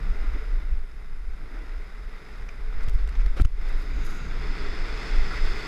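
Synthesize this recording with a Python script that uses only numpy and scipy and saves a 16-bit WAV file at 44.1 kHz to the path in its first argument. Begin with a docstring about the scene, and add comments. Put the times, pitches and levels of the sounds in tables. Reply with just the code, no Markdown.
"""On a packed piste, riding along with a snowboard, heard close up from the rider's camera in its housing.
Snow crystals break under the base in a hiss, bumps drum on the board and crumbs of ice tick.
In a turn the edge sings and powder patters on the plastic; then the edge skids ever louder.
Wind buffets the microphone, the mount creaks and takes one sharp knock, and the limiter ducks briefly."""
import sys
import numpy as np
from scipy import signal
from scipy.fft import rfft, irfft, next_fast_len
from scipy.io import wavfile
from scipy.ndimage import minimum_filter1d, map_coordinates

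SR = 44100
rng = np.random.default_rng(int(sys.argv[2]) if len(sys.argv) > 2 else 0)


def persist_wave(psi):
    """Save psi, clipped to +-1, as 16-bit WAV."""
    counts = np.round(np.clip(psi, -1, 1) * 32767).astype(np.int16)
    wavfile.write(sys.argv[1], SR, np.atleast_2d(counts).T)


N = 250047

# Friction of the board on the snow. Each row: time in seconds, hiss level in dB.
FRICTION_DB = [(0, -46.5), (.12, -46), (.3, -48.5), (.44, -48), (.53, -47.5), (.8, -54), (1.3, -54.5),
               (1.6, -51.5), (2.3, -49), (2.68, -50.5), (3.15, -48), (3.4, -49.5), (3.68, -44.5),
               (4.0, -45.5), (4.27, -46.5), (4.5, -43), (4.9, -41.5), (5.05, -39), (5.35, -38.5),
               (5.67, -37.5)]
# The skidding edge. Each row: time in seconds, its share of the friction from 0 to 1.
EDGE_SHARE = [(0, 0.03), (.9, 0.04), (2.5, 0.1), (3.6, 0.3), (4.2, 0.16), (4.5, 0.84), (5.0, 0.94),
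              (5.67, 0.79)]
# Soft, rippled snow. Each row: centre and half length in seconds, hiss swell in dB, drone level in dB.
SOFT_PATCHES = [(0.262, 0.047, 4.5, -49.5), (0.358, 0.026, 5.5, -48), (0.57, .07, 0, -54),
                (1.56, 0.21, 4, -52.5), (2.827, 0.085, 5, -77), (3.95, 0.18, -2, -49.5),
                (4.615, 0.49, 3.5, -53.5)]
# Resonances of the housing around the microphone. Each row: centre and width in Hz, lift in dB.
HOUSING_MODES = [(426, 77, 8.5), (1397, 384, 4.5), (2032, 290, 6), (3570, 510, 5.5), (4336, 180, 6),
                 (5036, 546, 11.5), (6850, 1300, 0), (11060, 1160, 4.5)]
# The sound of a brittle crack. Each row: frequency in Hz, relative level in dB.
CRACK_SPECTRUM = [(300, -11), (1200, 12.5), (2400, 12), (4000, -2.5), (6000, 1.5), (10000, -30),
                  (15500, -34)]


def amp(db):
    """Decibels to gain."""
    return 10 ** (np.asarray(db) / 20)


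def unit(x):
    """Scale to rms 1."""
    return x / np.sqrt(np.mean(x ** 2) + 1e-20)


def curve(rows):
    """(seconds, value) rows as one value per sample."""
    return np.interp(np.arange(N) / SR, *np.transpose(rows))


def wobble(rate):
    """A smooth random curve with rate knots a second."""
    knots = rng.standard_normal(int(N * rate / SR) + 4)
    return map_coordinates(knots, [np.arange(N) * rate / SR])


def swell(s, half_length):
    """A smooth rise and fall that reaches 1 at time s."""
    return np.exp(-((np.arange(N) / SR - s) / half_length) ** 2)


def colour(x, spectrum, resonances=()):
    """Causal filter: a smooth (Hz, dB) spectrum with bell-shaped resonances on top."""
    m = 2 * next_fast_len(len(x) // 2 + 4096)
    hz = np.fft.rfftfreq(m, 1 / SR)
    corner_hz, corner_db = np.transpose(spectrum)
    db = np.interp(np.log(hz + 1), np.log(corner_hz), corner_db)
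    for centre, width, lift in resonances:
        db = db + lift * .5 ** ((2 * (hz - centre) / width) ** 2)
    cepstrum = irfft(np.log(amp(db)), m)
    cepstrum[1:m // 2] *= 2  # folded for minimum phase
    cepstrum[m // 2 + 1:] = 0
    return irfft(rfft(x, m) * np.exp(rfft(cepstrum)), m)[:len(x)]


def noise(spectrum, samples=N):
    """Noise of rms 1 with a (Hz, dB) spectrum."""
    return unit(colour(rng.standard_normal(samples), spectrum))


def band(centre, width):
    """Noise of rms 1 in one narrow resonance."""
    hz = np.fft.rfftfreq(N, 1 / SR)
    return unit(irfft(rfft(rng.standard_normal(N)) / (1 + (1.2 * (hz - centre) / width) ** 2), N))


def grains(rate, spread_db):
    """Tiny fractures at random moments, many small and a few large; rms 1."""
    struck = rng.random(N) < rate / SR
    size = amp(spread_db * np.minimum(rng.exponential(size=N), 5))
    return unit(struck * size * rng.choice([-1, 1], N))


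def add(track, s, sound):
    """Mix a sound into a track at time s."""
    part = track[round(s * SR):][:len(sound)]
    part += sound[:len(part)]


def electronics():
    """The camera's own hiss and thin whine, far under everything else."""
    # Each row: frequency and width in Hz, rms level in dB.
    whine_tones = [(10760, 7.3, -84.5), (11260, 70, -86), (14800, 14, -100)]
    # Each row: frequency in Hz, relative level in dB.
    hiss_spectrum = [(100, 19), (5000, 12), (11000, 4.5), (13000, 2), (15500, -16)]
    t = np.arange(N) / SR
    whine = sum(amp(db) * unit(np.sin(2 * np.pi * hz * t + wobble(2 * width)))
                for hz, width, db in whine_tones)
    return whine + amp(-68.5) * noise(hiss_spectrum)


def wind(swing_db=2, gust_half_s=0.04):
    """Eddies right on the microphone rock it evenly within each gust; a few single shoves stand out."""
    # The steady wind. Each row: time in seconds, strength in dB.
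    steady_db = [(0, -20.5), (.7, -25), (.92, -27), (1.7, -29), (2.2, -32), (2.6, -28), (2.76, -17.5),
                 (3.35, -21), (3.9, -18.5), (4.2, -23), (5.0, -24), (5.4, -24), (5.67, -35)]
    # Gusts and lulls. Each row: time in seconds, dB against the steady wind.
    gusts = [(.12, 7.5), (.31, 10), (.42, -2), (.53, 6.5), (.73, 11.5), (.9, -6), (1.03, -4), (1.27, 5),
             (1.48, -10), (1.59, 5), (1.78, 4), (1.92, -3), (2.04, 3), (2.25, -3), (2.43, 4.5), (2.53, -2),
             (2.79, 2.5), (3.11, -1), (3.18, 7), (3.28, 4), (3.55, 4), (4.0, 5.5), (4.14, -10), (4.5, 4),
             (4.64, 1), (5.04, -2), (5.18, 6.5), (5.43, 10.5), (5.53, 10.5)]
    # Each row: frequency in Hz, relative level in dB.
    eddy_spectrum = [(8, -20), (16, 0.5), (28, 1.5), (44, -1), (52, -0.5), (62, -13.5), (80, -43),
                     (120, -43.5), (250, -50.5), (600, -110)]
    # Shoves of air. 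Each row: time in seconds, signed pressure, width in seconds.
    shoves = [(2.785, 0.35, 0.0051), (2.883, 0.33, 0.0022), (2.954, 0.47, 0.0028), (3.265, 0.38, 0.0057),
              (3.4093, -0.37, 0.0034), (3.418, 0.78, 0.0017), (3.454, -1.16, 0.002)]
    eddies = signal.hilbert(noise(eddy_spectrum))
    evened = unit(eddies.real / (np.abs(eddies) + 0.59))
    strength_db = curve(steady_db) + swing_db * wobble(rate=13)
    strength_db += sum(db * swell(s, gust_half_s) for s, db in gusts)
    rumble_spectrum = [(4, -49.5), (14, 2), (54, -7.5), (70, -18.5), (110, -13), (300, -8.5)]
    rumble = colour(amp(strength_db) * evened, rumble_spectrum)
    t = np.arange(N) / SR
    pressure = sum(size / np.cosh(np.clip((t - s) / width, -20, 20)) ** 0.42 for s, size, width in shoves)
    return rumble + signal.lfilter(*signal.butter(1, 6, 'high', fs=SR), pressure)


def creaks(attack_s=0.00059):
    """Short rough slips of the plastic mount, right beside the microphone."""
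    # Each row: start in seconds, level in dB, length in seconds, treble tilt in dB per octave.
    slips = [(2.828, -54.5, 0.018, 3.5), (2.883, -45.5, 0.0064, 3), (2.895, -47, .0033, 7),
             (2.937, -54, 0.0027, 5), (2.949, -51, 0.0054, 4), (3.0756, -39, 0.0018, 2.5),
             (3.09, -48, .0042, 4), (3.261, -40.5, 0.0039, 1), (3.365, -41, 0.017, -1.5),
             (3.371, -43, 0.048, -1), (3.401, -42, 0.0038, -1), (3.412, -32.5, 0.00067, 11),
             (3.4486, -32, 0.0039, 2), (3.456, -46, .003, 3)]
    # Rubbing plastic. Each row: frequency in Hz, relative level in dB.
    rub_spectrum = [(60, -38), (250, 9.5), (1500, 9.5), (5000, -2), (7000, -9.5), (11000, -15.5),
                    (15500, -24)]
    track = np.zeros(N)
    for s, db, length, tilt in slips:
        t = np.arange(int(2 * length * SR) + 2) / SR
        tilted = [(hz, level + tilt * np.log2(hz / rub_spectrum[0][0])) for hz, level in rub_spectrum]
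        envelope = (1 - np.exp(-t / attack_s)) * np.exp(-(t / length) ** 6)
        add(track, s, amp(db) * envelope * noise(tilted, len(t)))
    return track


def squeaks(harmonic_fall_db=5):
    """The jolted mount sticks and slips: the pitch rises and falls with the speed of the slip."""
    # Each row: start in seconds, level in dB, length in seconds, pitch at full speed in Hz.
    slips = [(3.4162, -39, 0.0066, 4300), (3.452, -36, 0.0056, 2880)]
    track = np.zeros(N)
    for s, db, length, top_hz in slips:
        speed = np.sin(np.linspace(0, np.pi, int(length * SR)))
        jitter = 1 + 0.5 * rng.standard_normal(len(speed))
        phase = 2 * np.pi * np.cumsum(top_hz * np.sqrt(np.abs(speed)) * jitter) / SR
        tone = sum(amp(-harmonic_fall_db * k) * np.sin((k + 1) * phase) for k in range(3))
        add(track, s, amp(db) * speed * tone)
    return track


def knock(attack_s=0.00058, crack_t60=0.01):
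    """One hard blow among lighter taps: each is a crack and the quickly damped modes of the mount."""
    # Each row: start in seconds, strength in dB.
    blows = [(3.2622, -38), (3.3664, -38), (3.3987, -21), (3.4053, -39), (3.4485, -39)]
    # Each row: frequency in Hz, relative level in dB, seconds to fall 60 dB.
    mount_modes = [(182, 4.5, 0.017), (290, 2.5, 0.023), (716, -2, 0.012), (960, -9, 0.014),
                   (1330, 2, 0.012), (1570, -14, 0.01), (2310, -13, 0.028)]
    track, t = np.zeros(N), np.arange(SR // 5) / SR
    ring = sum(amp(db - 60 * t / t60) * np.sin(2 * np.pi * hz * t) for hz, db, t60 in mount_modes)
    for s, db in blows:
        crack = noise(CRACK_SPECTRUM, len(t)) * amp(-29 - 60 * t / crack_t60)
        add(track, s, amp(db) * (crack - ring) * (1 - np.exp(-t / attack_s)))
    return track


def spray(trail_db=-33, pellet_t60=0.0095):
    """Powder patters on the housing in puffs and trails from the skidding edge, with a few hard pellets."""
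    # Powder thrown up in the turn. Each row: centre and half length in seconds, level in dB.
    puffs = [(3.71, 0.043, -79), (3.807, 0.032, -62.5), (4.06, 0.024, -59.5), (4.124, .045, -61)]
    # Each row: start in seconds, peak level in dB.
    pellets = [(3.689, -44), (3.696, -50), (3.727, -47), (3.817, -52), (4.067, -41), (4.108, -42),
               (4.116, -45), (4.130, -45), (4.174, -46)]
    # Snow striking plastic. Each row: frequency in Hz, relative level in dB.
    powder_spectrum = [(1500, -31), (5000, 4), (6700, 8), (8200, 2), (11000, 5), (13000, 3), (15500, -7)]
    patter = unit(colour(grains(rate=3200, spread_db=4.0), powder_spectrum, HOUSING_MODES))
    trail = amp(trail_db + curve(FRICTION_DB)) * curve(EDGE_SHARE)
    thrown = sum(amp(db) * swell(s, half) for s, half, db in puffs)
    track = (trail + thrown) * amp(1.8 * wobble(rate=120)) * patter
    t = np.arange(SR // 20) / SR
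    for s, db in pellets:
        impact = rng.standard_normal(len(t)) * amp(-60 * t / pellet_t60)
        tick = colour(impact, powder_spectrum, HOUSING_MODES)
        add(track, s, amp(db) * tick / np.abs(tick).max())
    return track


def crumbs(ring_width_hz=820, ring_db=12, scatter_per_s=9, scatter_db=-22, scatter_t60=0.031):
    """Crumbs of ice burst under the board; a crust takes longer to crumble; small ones come at random."""
    # Each row: start in seconds, peak level in dB, seconds to fall 60 dB, resonance in Hz.
    ice_pieces = [(0.261, -41, 0.056, 1800), (.336, -37, .07, 1400), (2.3567, -46, .025, 4500),
                  (2.4225, -41, .02, 2000), (2.489, -34.5, 0.02, 2420), (2.807, -34, 0.029, 1370),
                  (2.8391, -43, .02, 4200), (2.8835, -40, 0.019, 3270), (2.9873, -44, 0.15, 4440),
                  (3.0882, -38, 0.038, 2000), (3.1235, -43, 0.066, 4400), (3.153, -35.5, 0.049, 3660),
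                  (3.204, -40, 0.096, 2300), (4.3108, -37, 0.048, 2000)]
    track, t = np.zeros(N), np.arange(SR // 5) / SR
    for s, db, t60, hz in ice_pieces:
        fracture = rng.standard_normal(len(t)) * amp(-60 * t / t60)
        crunch = colour(fracture, CRACK_SPECTRUM, [(hz, ring_width_hz, ring_db)])
        add(track, s, amp(db) * crunch / np.abs(crunch).max())
    hits = (rng.random(N) < scatter_per_s / SR) * rng.random(N)
    bursts = signal.fftconvolve(hits, amp(-60 * t / scatter_t60))[:N] * rng.standard_normal(N)
    scatter = unit(colour(bursts, CRACK_SPECTRUM, HOUSING_MODES))
    return track + amp(curve(FRICTION_DB) + scatter_db) * scatter


def chatter(bumps_db=1.7):
    """Bumps in the piste drum on the board underfoot; rippled patches make it drone."""
    # Roughness of the ground. Each row: time in seconds, drumming level in dB.
    roughness_db = [(0, -42), (.5, -55), (1.5, -56.5), (2.6, -52.5), (3.2, -48.5), (3.7, -49.5), (4.2, -43),
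                    (4.42, -42), (4.62, -45.5), (5.67, -45)]
    # The board on bumps and on ripples. Each row: frequency in Hz, relative level in dB.
    drum_spectrum = [(50, -13), (75, 7.5), (100, -1), (150, 1.5), (200, -3.5), (280, -12.5), (400, -13),
                     (800, -55), (2000, -81)]
    drone_spectrum = [(100, -23.5), (190, -6.5), (250, 5.5), (330, 4.5), (420, -9), (900, -16), (2000, -90)]
    drum = noise(drum_spectrum) * amp(bumps_db * wobble(rate=21.66))
    drone = noise(drone_spectrum) * amp(bumps_db * wobble(rate=30))
    ripples = sum(amp(db) * swell(s, half) for s, half, _, db in SOFT_PATCHES)
    return amp(curve(roughness_db)) * drum + ripples * drone


def catches(width_hz=240):
    """Each catch of the skidding edge swells in one narrow resonance of the board."""
    # Each row: centre and half length in seconds, pitch in Hz, level in dB.
    edge_catches = [(5.215, 0.018, 2070, -44), (5.315, 0.014, 1430, -39), (5.34, 0.015, 1290, -42),
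                    (5.369, 0.023, 1980, -39.5)]
    return sum(amp(db) * swell(s, half) * band(hz, width_hz) for s, half, hz, db in edge_catches)


def carve(rise_db_per_s=50, fall_db_per_s=72, flutter_db=1.8):
    """The edge grips, holds and lets go; meanwhile it sings in hoarse tones that flutter on their own."""
    # Each row: pitch and width in Hz, relative level in dB.
    edge_tones = [(1405, 140, -1.5), (2140, 210, -13), (2350, 510, -3.5), (3780, 310, -10), (4820, 92, -15),
                  (6500, 730, -14)]
    # The carved turn: start of full grip and its hold in seconds, level in dB.
    turn = (4.033, 0.2, -47)
    tones = sum(amp(db + flutter_db * wobble(rate=21)) * band(hz, width) for hz, width, db in edge_tones)
    start, hold, db = turn
    t = np.arange(N) / SR - start
    grip_db = rise_db_per_s * np.minimum(t, 0) - fall_db_per_s * np.maximum(t - hold, 0)
    return amp(db + grip_db) * unit(tones)


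def friction(spectrum, board_modes, crunch_db):
    """Smooth rubbing plus breaking grains, heard through board and housing; rms 1."""
    force = rng.standard_normal(N) + amp(crunch_db) * grains(rate=500, spread_db=1.5)
    return unit(colour(force, spectrum, list(HOUSING_MODES) + list(board_modes)))


def snow_hiss(treble_hz=3500, bite_from_db=-42):
    """Crystals break under the base and the edge; a hard skid is brighter, soft snow louder and duller."""
    # The base gliding and the edge skidding. Each row: frequency in Hz, relative level in dB.
    glide_spectrum = [(60, -32.5), (200, 2), (320, -0.5), (560, -1.5), (1000, -3), (2400, -4),
                      (3050, -14.5), (4300, -20), (5700, -22), (8000, -28.5), (11000, -32), (15500, -35)]
    skid_spectrum = [(60, -17), (200, -5), (320, 2.5), (560, -5), (1000, -3.5), (2500, -3), (3050, -13),
                     (4100, -14), (5700, -18), (7000, -22.5), (8500, -32.5), (10500, -40), (15500, -48)]
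    # The board's resonances, flat and on edge. Each row: centre and width in Hz, lift in dB.
    flat_modes = [(1420, 770, 2), (3850, 350, 5.5), (6650, 230, 4)]
    edge_modes = [(3410, 300, 3), (4493, 83, 9.9), (7800, 660, 4), (9300, 980, 6.3)]
    edge, level_db = curve(EDGE_SHARE), curve(FRICTION_DB)
    glide = np.sqrt(1 - edge) * friction(glide_spectrum, flat_modes, crunch_db=-3.0)
    skid = np.sqrt(edge) * friction(skid_spectrum, edge_modes, crunch_db=-5.0)
    hiss = glide + skid
    treble = signal.filtfilt(*signal.butter(1, treble_hz, 'high', fs=SR), hiss)
    soft_db = sum(db * swell(s, half) for s, half, db, _ in SOFT_PATCHES)
    bite_db = 0.42 * np.maximum(level_db - bite_from_db, 0)  # the edge bites at high friction
    hiss += (amp(bite_db - 0.59 * soft_db) - 1) * treble
    ridges_db = 0.5 * wobble(rate=25) + 0.27 * wobble(rate=110)  # groomed ridges flutter the contact
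    return amp(level_db + soft_db + ridges_db) * hiss


def limiter(x, threshold_db=-9, attack_s=0.0072, hold_s=0.068, recover_db_per_s=75):
    """A peak over the threshold turns everything down; the gain holds, then climbs back."""
    over_db = np.maximum(20 * np.log10(np.abs(x) + 1e-9) - threshold_db, 0)
    half = int(hold_s * SR / 2)
    held_db = -minimum_filter1d(-over_db, 2 * half + 1, origin=half)
    ramp_db = recover_db_per_s * np.arange(N) / SR
    cut_db = np.maximum.accumulate(held_db + ramp_db, axis=-1) - ramp_db
    pole = np.exp(-1 / (attack_s * SR))
    return x * amp(-signal.lfilter([1 - pole], [1, -pole], cut_db))


def scene():
    """The board below, the noises on the camera itself and the wind meet at one microphone."""
    board = snow_hiss() + carve() + catches() + chatter() + crumbs()
    camera = spray() + creaks() + squeaks() + knock()
    return (wind() + board + camera)[None]


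def record(dry):
    """The camera limits its level, adds its own faint noise and keeps nothing above its band limit."""
    m = next_fast_len(N + SR // 2)
    passband = np.fft.rfftfreq(m, 1 / SR) < 15400
    sound = limiter(dry) + electronics()
    return irfft(rfft(sound, m) * passband, m)[..., :N]


dry = scene()
out = record(dry)
persist_wave(out)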